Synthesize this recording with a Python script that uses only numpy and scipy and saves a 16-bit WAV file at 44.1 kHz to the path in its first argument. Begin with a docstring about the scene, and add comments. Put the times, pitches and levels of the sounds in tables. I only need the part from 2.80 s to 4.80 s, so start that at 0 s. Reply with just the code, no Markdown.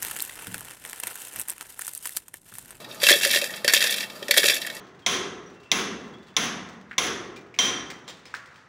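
"""Hardware tumbling in a small drum

A hard piece with loose metal fittings tumbles in a motor-driven drum on a workbench. About every
0.63 s it rides up the wall and falls: a run of bright clacks and clinks, hollow thuds from the drum,
then a dying rattle as it rolls and settles. The motor hums faintly underneath, in a small room."""
import sys
import numpy as np
from scipy import signal
from scipy.fft import rfft, irfft
from scipy.io import wavfile

SR = 44100
rng = np.random.default_rng(int(sys.argv[2]) if len(sys.argv) > 2 else 0)


def transcribe(u):
    """Save the signal u as a 16-bit wav file named by the first command-line argument.

    u: samples, shape (n,) or (channels, n), limited to [-1, 1]; the rate is SR.
    q: integer samples, one column per channel.
    """
    v = np.clip(np.atleast_2d(u).T, -1, 1)
    q = np.round(v * 32767).astype(np.int16)
    wavfile.write(sys.argv[1], SR, q)


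N = 88200
TIME = np.arange(N) / SR
AGE = np.arange(SR // 6) / SR  # seconds since a hit

# Hard hits on the wall. Each row: start in seconds, level in dB, clank trim in dB, tick trim in dB.
WALL_HITS = [(0.043, -21.5, -4, -5), (0.1108, -21.5, -20, -21), (0.144, -33, -2, 17.5),
             (0.2002, -21, -11, -12), (0.2177, -11, -0.5, -2), (0.232, -5.5, -3, 1), (0.237, -0.5, -5, -6),
             (0.2432, -5, -14, -5), (0.2664, -2, -3, -0.5), (0.2868, 2.5, 0.5, -2.5),
             (0.2955, 2.5, 0.5, -4), (0.3028, 0, 2.5, -0.5), (0.3152, 0, 3.5, -2), (0.325, -0.5, -22, -24),
             (0.3366, -8.5, 4, -14), (0.357, -21, -10, -2), (0.3804, -22, -15, -2), (0.41, -9, -4.5, -10),
             (0.4323, -3.5, -7, -5), (0.44, -10, -8, -2), (0.449, -2, 0.5, -1.5), (0.458, -6, -7, -7),
             (0.4916, -11, -15, -13), (0.504, -6, -10, -26), (0.5137, -5.5, -25, -20),
             (0.5325, -4, -15, -9), (0.5377, -9, 1, 0), (0.5465, -4, -1, -6), (0.5593, -2, -11.5, -9),
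             (0.5716, -14.5, 10, -5), (0.6147, -8.5, -7, -4), (0.641, -9, -3, -1), (0.694, -26, 13, -26),
             (0.738, -16, 0, -24), (0.7753, -20.5, 0, -17), (0.845, -7.5, 0, -1.5), (0.8783, -1, -2, -2),
             (0.885, -6.5, 5, -1.5), (0.896, -5, -2, -10), (0.901, -13, 4.5, 3), (0.9248, -11, -7, 1),
             (0.9356, 0.5, 2, 3.5), (0.9461, 0.5, -25, -6), (0.959, -8, -4, 0), (0.9652, -0.5, -16, -10),
             (0.9743, -3.5, -13, -12), (1.0054, -3, -8, -13), (1.017, -9.5, 4.5, -2),
             (1.024, -4, -7.5, -2.5), (1.039, -3.5, -5, -3.5), (1.05, -15, 6.5, -6),
             (1.0629, -7.5, -6, -19), (1.07, -6, -3, -20), (1.094, -13, 2, -12), (1.108, -11, -12, 4),
             (1.1239, -7, -11, -5), (1.1412, -7, -10, -8), (1.1715, -28, -6, -11), (1.183, -11, -1, -5),
             (1.2055, -9, -9, -6), (1.228, -15, -1, -18), (1.237, -19.5, 2, -4.5), (1.299, -18, -7.5, -6.5),
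             (1.4265, -17.5, -3, -8), (1.482, -12.5, 0, -2.5), (1.5092, -3, -15, 2.5),
             (1.5103, -1, -3, -6.5), (1.54, -8, 1.5, -1), (1.565, -7, 2, -4), (1.573, -2, -1.5, 3),
             (1.579, 4, -9.5, -4), (1.596, -6, -27, -8), (1.6314, -5, -0.5, -6), (1.64, -3.5, -1, -2),
             (1.6517, -8, -1, 2.5), (1.6575, -1.5, -14, -5), (1.665, -11.5, -15, 10), (1.68, -5, -4.5, -3),
             (1.6844, 0, -8, -3.5), (1.6969, 0, -9, -9), (1.7045, -6.5, -3, -6), (1.7198, -12, 0, -17),
             (1.7357, -21, 8, -15), (1.766, -10, -7, -10), (1.8161, -12.5, -2, -2.5),
             (1.8247, -16.5, -3, -13), (1.847, -23, 11, -21), (1.8652, -17.5, 3, 6),
             (1.87, -14.5, 1.5, -15), (1.8806, -28, -19, -8), (1.899, -15.5, 0.5, -7), (1.9479, -27, 7, 13),
             (1.9654, -19.5, 1, -1.5)]
# The crack of a hit, a crowd of short-lived modes. Each row: frequency in Hz, relative level in dB.
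CRACK_SPECTRUM = [(150, -39.5), (400, -9), (650, -8.5), (800, -21.5), (1000, -11.5), (1300, -11.5),
                  (1550, -2.5), (1800, 10), (2150, -3), (2450, -1.5), (2700, 0), (2950, -13.5), (3250, 1),
                  (3700, -2), (4150, -5.5), (4600, -3), (5500, -7), (6200, -9.5), (7200, -7), (8500, -10.5),
                  (11000, -9), (13000, -13), (15500, -17)]
# The ring of fittings and wall. Each row: pitch in Hz, relative level in dB, 60 dB decay in seconds.
RING_MODES = [(1713, -13, 0.042), (1759, -20, 0.12), (1816, -14, 0.11), (1887, -14.5, 0.063),
              (1965, -27, 0.017), (2243, -17, 0.066), (2675, -17, 0.08), (3175, -24.5, 0.16),
              (3216, -15.5, 0.038), (3442, -19, 0.073), (3753, -11.5, 0.03), (3910, -17.5, 0.06),
              (4480, -25.5, 0.067), (4790, -14, 0.037), (5590, -13.5, 0.038)]
# Fittings swinging free. Each row: start in seconds, pitch in Hz, level in dB.
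CLINK_NOTES = [(0.044, 3800, -41.5), (0.112, 3760, -36), (0.145, 1750, -43.5), (0.201, 4690, -36),
               (0.268, 2675, -13), (0.3275, 3367, -12.5), (0.435, 2730, -23), (0.54, 1833, -18.5),
               (0.56, 2760, -27), (0.616, 2610, -23), (0.738, 3306, -34.5), (0.878, 4480, -17.5),
               (0.886, 1760, -32), (0.947, 3250, -23), (1.022, 2690, -29), (1.094, 3430, -21.5),
               (1.124, 3590, -25.5), (1.205, 3300, -50), (1.236, 2675, -30), (1.36, 4720, -40.5),
               (1.51, 1965, -19.5), (1.509, 4457, -20), (1.581, 3300, -13.5), (1.631, 1734, -21.5),
               (1.683, 2710, -32), (1.697, 3460, -19), (1.735, 3490, -21)]
# The fader curve of the loose rattle. Each row: time in seconds, level in dB.
RATTLE_CURVE = [(0, -41), (0.07, -55.5), (0.11, -40.5), (0.18, -46), (0.24, -24), (0.31, -19.5),
                (0.385, -27), (0.45, -23.5), (0.56, -22.5), (0.68, -34.5), (0.76, -34), (0.835, -52),
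                (0.87, -34), (0.95, -25.5), (0.99, -26), (1.04, -24), (1.12, -25.5), (1.16, -29),
                (1.24, -36), (1.29, -49.5), (1.34, -44), (1.365, -40), (1.40, -44), (1.47, -44),
                (1.53, -36.5), (1.58, -21.5), (1.62, -29), (1.70, -24.5), (1.76, -25), (1.80, -36.5),
                (1.88, -41), (1.93, -39), (2.0, -45)]
# The piece's weight landing. Each row: start in seconds, upper-mode level in dB, lower-mode level in dB.
LANDINGS = [(0.231, -17.5, -33), (0.267, -17.5, -43), (0.289, -24, -36), (0.3095, -12, -10),
            (0.318, -12, -21.5), (0.339, -18, -29), (0.359, -52, -24), (0.4595, -20.5, -26.5),
            (0.483, -24.5, -33), (0.56, -15.5, -18.5), (0.621, -19.5, -44), (0.847, -15.5, -26.5),
            (0.885, -33, -35.5), (0.937, -33, -38), (0.963, -17, -42), (1.04, -25.5, -47),
            (1.124, -38, -40), (1.423, -27.5, -30), (1.491, -21.5, -30), (1.5085, -15.5, -39),
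            (1.574, -16, -28), (1.589, -16.5, -20), (1.64, -28, -16.5), (1.654, -16, -30),
            (1.694, -19, -29)]
# The drum's hollow voice. Each row: pitch in Hz, relative level in dB, 60 dB decay in seconds.
HOLLOW_MODES = [(232, -32, 0.15), (365, -12, 0.034), (407, 0.5, 0.047), (448, 1.5, 0.049),
                (517, 0.5, 0.034), (560.6, -4, 0.093), (595, -15, 0.032)]
# The drum's rumble under the rolling piece. Each row: frequency in Hz, relative level in dB.
ROLL_SPECTRUM = [(120, -24.5), (200, -7.5), (300, -8.5), (390, -8), (490, -4.5), (572, -0.5), (660, -3),
                 (900, -19), (1400, -22)]
# The motor's hum. Each row: pitch in Hz, level in dB.
MOTOR_TONES = [(124, -65.5), (198, -62.5), (646, -59), (867, -60.5), (1217, -59), (1346, -67)]
# Motor and bearing noise. Each row: frequency in Hz, relative level in dB.
BEARING_SPECTRUM = [(25, -13), (90, -14), (125, -0.5), (200, 5.5), (290, 2), (600, -1), (1000, -2.5),
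                    (1300, 0), (2200, -15), (4600, -6), (6500, -29), (15000, -54)]

BODY_LOW_HZ, BODY_HIGH_HZ = 2200, 6000  # clank lies below the body of a hit, tick above it
CLANK_DB, BODY_DB, TICK_DB = -2, -1.68, -2
CRACK_DB, RING_DB, RING_SPREAD_DB = -9.5, -11.5, 4.5
ATTACK_S = 0.00054  # for clinks and for a contact at 0 dB
SOFT_ATTACK_SLOPE, SOFT_RING_SLOPE = 0.7, 0.25  # gentler contacts ease in and favour ring over crack


def from_db(db):
    """Decibels to gain."""
    return 10 ** (np.asarray(db) / 20)


def decay(t60, age=AGE):
    """An exponential fade that loses 60 dB in t60 seconds."""
    return np.exp(-np.log(1000) * age / t60)


def unit_rms(x):
    """Scale to rms 1."""
    return x / np.sqrt(np.mean(x ** 2) + 1e-20)


def add(out, start_s, sound):
    """Drop a sound onto the track at start_s."""
    i = int(start_s * SR)
    out[i:i + len(sound)] += sound[:N - i]


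def noise(spectrum, low_hz=0, high_hz=SR):
    """Noise coloured by a spectrum and kept between two frequencies, at rms 1."""
    hz = np.arange(N // 2 + 1) * SR / N
    points_hz, db = np.transpose(spectrum)
    gain = from_db(np.interp(np.log(hz + 1), np.log(points_hz), db)) * (hz >= low_hz) * (hz < high_hz)
    return unit_rms(irfft(rfft(rng.standard_normal(N)) * gain, N))


def roll_off(x, hz, kind="low"):
    """A gentle first-order low-pass or high-pass."""
    return signal.sosfilt(signal.butter(1, hz, kind, fs=SR, output="sos"), x)


def clacks(bands, rings):
    """The piece and its fittings smack into the drum wall."""
    out = np.zeros(N)
    for start_s, db, clank_db, tick_db in WALL_HITS:
        add(out, start_s, contact(bands, rings, db, clank_db, tick_db, t60=0.033))
    return out


def contact(bands, rings, db, clank_db, tick_db, t60):
    """One hit: a short three-band crack, plus metal modes struck at random strengths and phases."""
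    attack_s = ATTACK_S * from_db(-SOFT_ATTACK_SLOPE * db)
    rise = 1 - np.exp(-AGE / attack_s)
    offset = rng.integers(N - len(AGE))
    gains = from_db([CLANK_DB + clank_db, BODY_DB, TICK_DB + tick_db])
    crack = 0
    for band, gain, band_t60 in zip(bands, gains, (t60, t60, 0.89 * t60)):  # the tick dies first
        envelope = rise * decay(band_t60)
        burst = unit_rms(band[offset:offset + len(AGE)] * envelope)
        crack += gain * np.sqrt(np.mean(envelope ** 2)) * burst
    modes = rings[rng.integers(len(rings))]
    tone = np.array([gains[0] if hz < BODY_LOW_HZ else gains[1] for hz, _, _ in RING_MODES])
    strike_db = RING_DB - SOFT_RING_SLOPE * db + RING_SPREAD_DB * rng.standard_normal(len(modes))
    phases = np.exp(2j * np.pi * rng.random(len(modes)))
    ring = rise * ((tone * from_db(strike_db) * phases) @ modes).real
    return from_db(db) * (from_db(CRACK_DB) * crack + ring)


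def crack_bands():
    """The crowd of short-lived modes as three bands of noise: clank, body and tick."""
    edges_hz = [20, BODY_LOW_HZ, BODY_HIGH_HZ, 20000]
    return [noise(CRACK_SPECTRUM, low, high) for low, high in zip(edges_hz, edges_hz[1:])]


def metal_ring(detune=0.0052):
    """The metal's modes as fading complex tones; pressing against the wall nudges each pitch."""
    hz, db, t60s = np.transpose(RING_MODES)
    envelopes = from_db(db)[:, None] * np.array([decay(t60) for t60 in t60s])
    pitches = hz * (1 + detune * rng.standard_normal(len(hz)))
    return envelopes * np.exp(2j * np.pi * np.outer(pitches, AGE))


def clinks(t60=0.078, beat_hz=38.6, twin_db=-2.5):
    """A fitting swings free and sings over the clatter, a weaker twin mode beating against its note."""
    out = np.zeros(N)
    envelope = (1 - np.exp(-AGE / ATTACK_S)) * decay(t60)
    for start_s, hz, db in CLINK_NOTES:
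        twin_hz = hz + beat_hz * rng.choice([-1, 1])
        twin = from_db(twin_db) * np.sin(2 * np.pi * twin_hz * AGE)
        add(out, start_s, from_db(db) * envelope * (np.sin(2 * np.pi * hz * AGE) + twin))
    return out


def rattle(bands, rings, fader_db, taps_per_s=420, spread_db=3.5, trim_db=-4, spots=32):
    """Light taps at random moments, dealt to spots on the fittings that each have their own sound."""
    onsets = rng.random(N) < taps_per_s / SR
    strengths = from_db(spread_db * np.clip(rng.standard_normal(N), -2, 2))
    taps = unit_rms(onsets * strengths * rng.choice([-1, 1], N)) * from_db(fader_db + trim_db)
    spot_hit = rng.integers(spots, size=N)
    out = np.zeros(N)
    for spot in range(spots):
        voice = contact(bands, rings, db=-18, clank_db=-5, tick_db=3.5, t60=0.023)
        out += signal.fftconvolve(taps * (spot_hit == spot), voice / np.linalg.norm(voice))[:N]
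    clump_db = 0.5 * noise(BEARING_SPECTRUM, 2.3, 69.6)  # slight, quick swells: the taps come in clumps
    return rattle_brightness(out * from_db(clump_db), fader_db)


def rattle_brightness(x, fader_db, flat_at_db=-39, slope=0.22):
    """Harder taps are brighter, gentle ones duller: the treble rides the rattle's fader."""
    dull = roll_off(x, hz=5530)
    return dull + (x - dull) * from_db(slope * (fader_db - flat_at_db))


def thuds(trim_db=-2, spread_db=3.2, attack_s=0.0026, split_hz=470):
    """The weight of the piece lands and sets the hollow drum modes ringing."""
    out = np.zeros(N)
    rise = 1 - np.exp(-AGE / attack_s)
    for start_s, upper_db, lower_db in LANDINGS:
        for hz, mode_db, t60 in HOLLOW_MODES:
            landing_db = lower_db if hz < split_hz else upper_db
            gain = from_db(trim_db + mode_db + landing_db + spread_db * rng.standard_normal())
            add(out, start_s, gain * rise * decay(t60) * np.sin(2 * np.pi * hz * AGE))
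    return out


def rolling(fader_db, trim_db=-28.5, slope=0.46):
    """The drum rumbles under the rolling piece, swelling with the rattle."""
    return from_db(trim_db + slope * fader_db) * noise(ROLL_SPECTRUM)


def motor(bearing_db=-47, waver_depth=0.49):
    """Wavering motor tones over a bed of bearing noise."""
    out = from_db(bearing_db) * noise(BEARING_SPECTRUM)
    for hz, db in MOTOR_TONES:
        waver = 1 + waver_depth * noise(BEARING_SPECTRUM, 1, 15)
        out += from_db(db) * np.sqrt(2) * waver * np.sin(2 * np.pi * (hz * TIME + rng.random()))
    return out


def room(x, wet_db=-14, t60=0.14, predelay_s=0.006):
    """Close walls return a short, slightly dull tail of reflections."""
    age = TIME[:SR // 2]
    tail = rng.standard_normal(len(age)) * decay(t60, age) * (age > predelay_s)
    tail = roll_off(tail, hz=9100)
    return from_db(wet_db) * signal.fftconvolve(x, tail / np.linalg.norm(tail))[:N]


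def scene():
    """The mono mix: the tumbling piece and its reflections, over the motor."""
    bands = crack_bands()
    rings = [metal_ring() for _ in range(8)]  # eight ways of lying against the wall
    fader_db = np.interp(TIME, *np.transpose(RATTLE_CURVE))
    rumble = rolling(fader_db)
    drum = clacks(bands, rings) + clinks() + rattle(bands, rings, fader_db) + thuds() + rumble
    drum = roll_off(drum, hz=157, kind="high")  # the drum's sounds are thinned below about 150 Hz
    return (drum + room(drum) + motor())[None]


def record(dry, ceiling=0.88, cutoff_hz=15550):
    """Clip the tallest peaks, then cut the very top with a steep low-pass."""
    top_cut = signal.ellip(12, 0.1, 80, cutoff_hz, fs=SR, output="sos")
    return signal.sosfilt(top_cut, np.clip(dry, -ceiling, ceiling))


dry = scene()
out = record(dry)
transcribe(out)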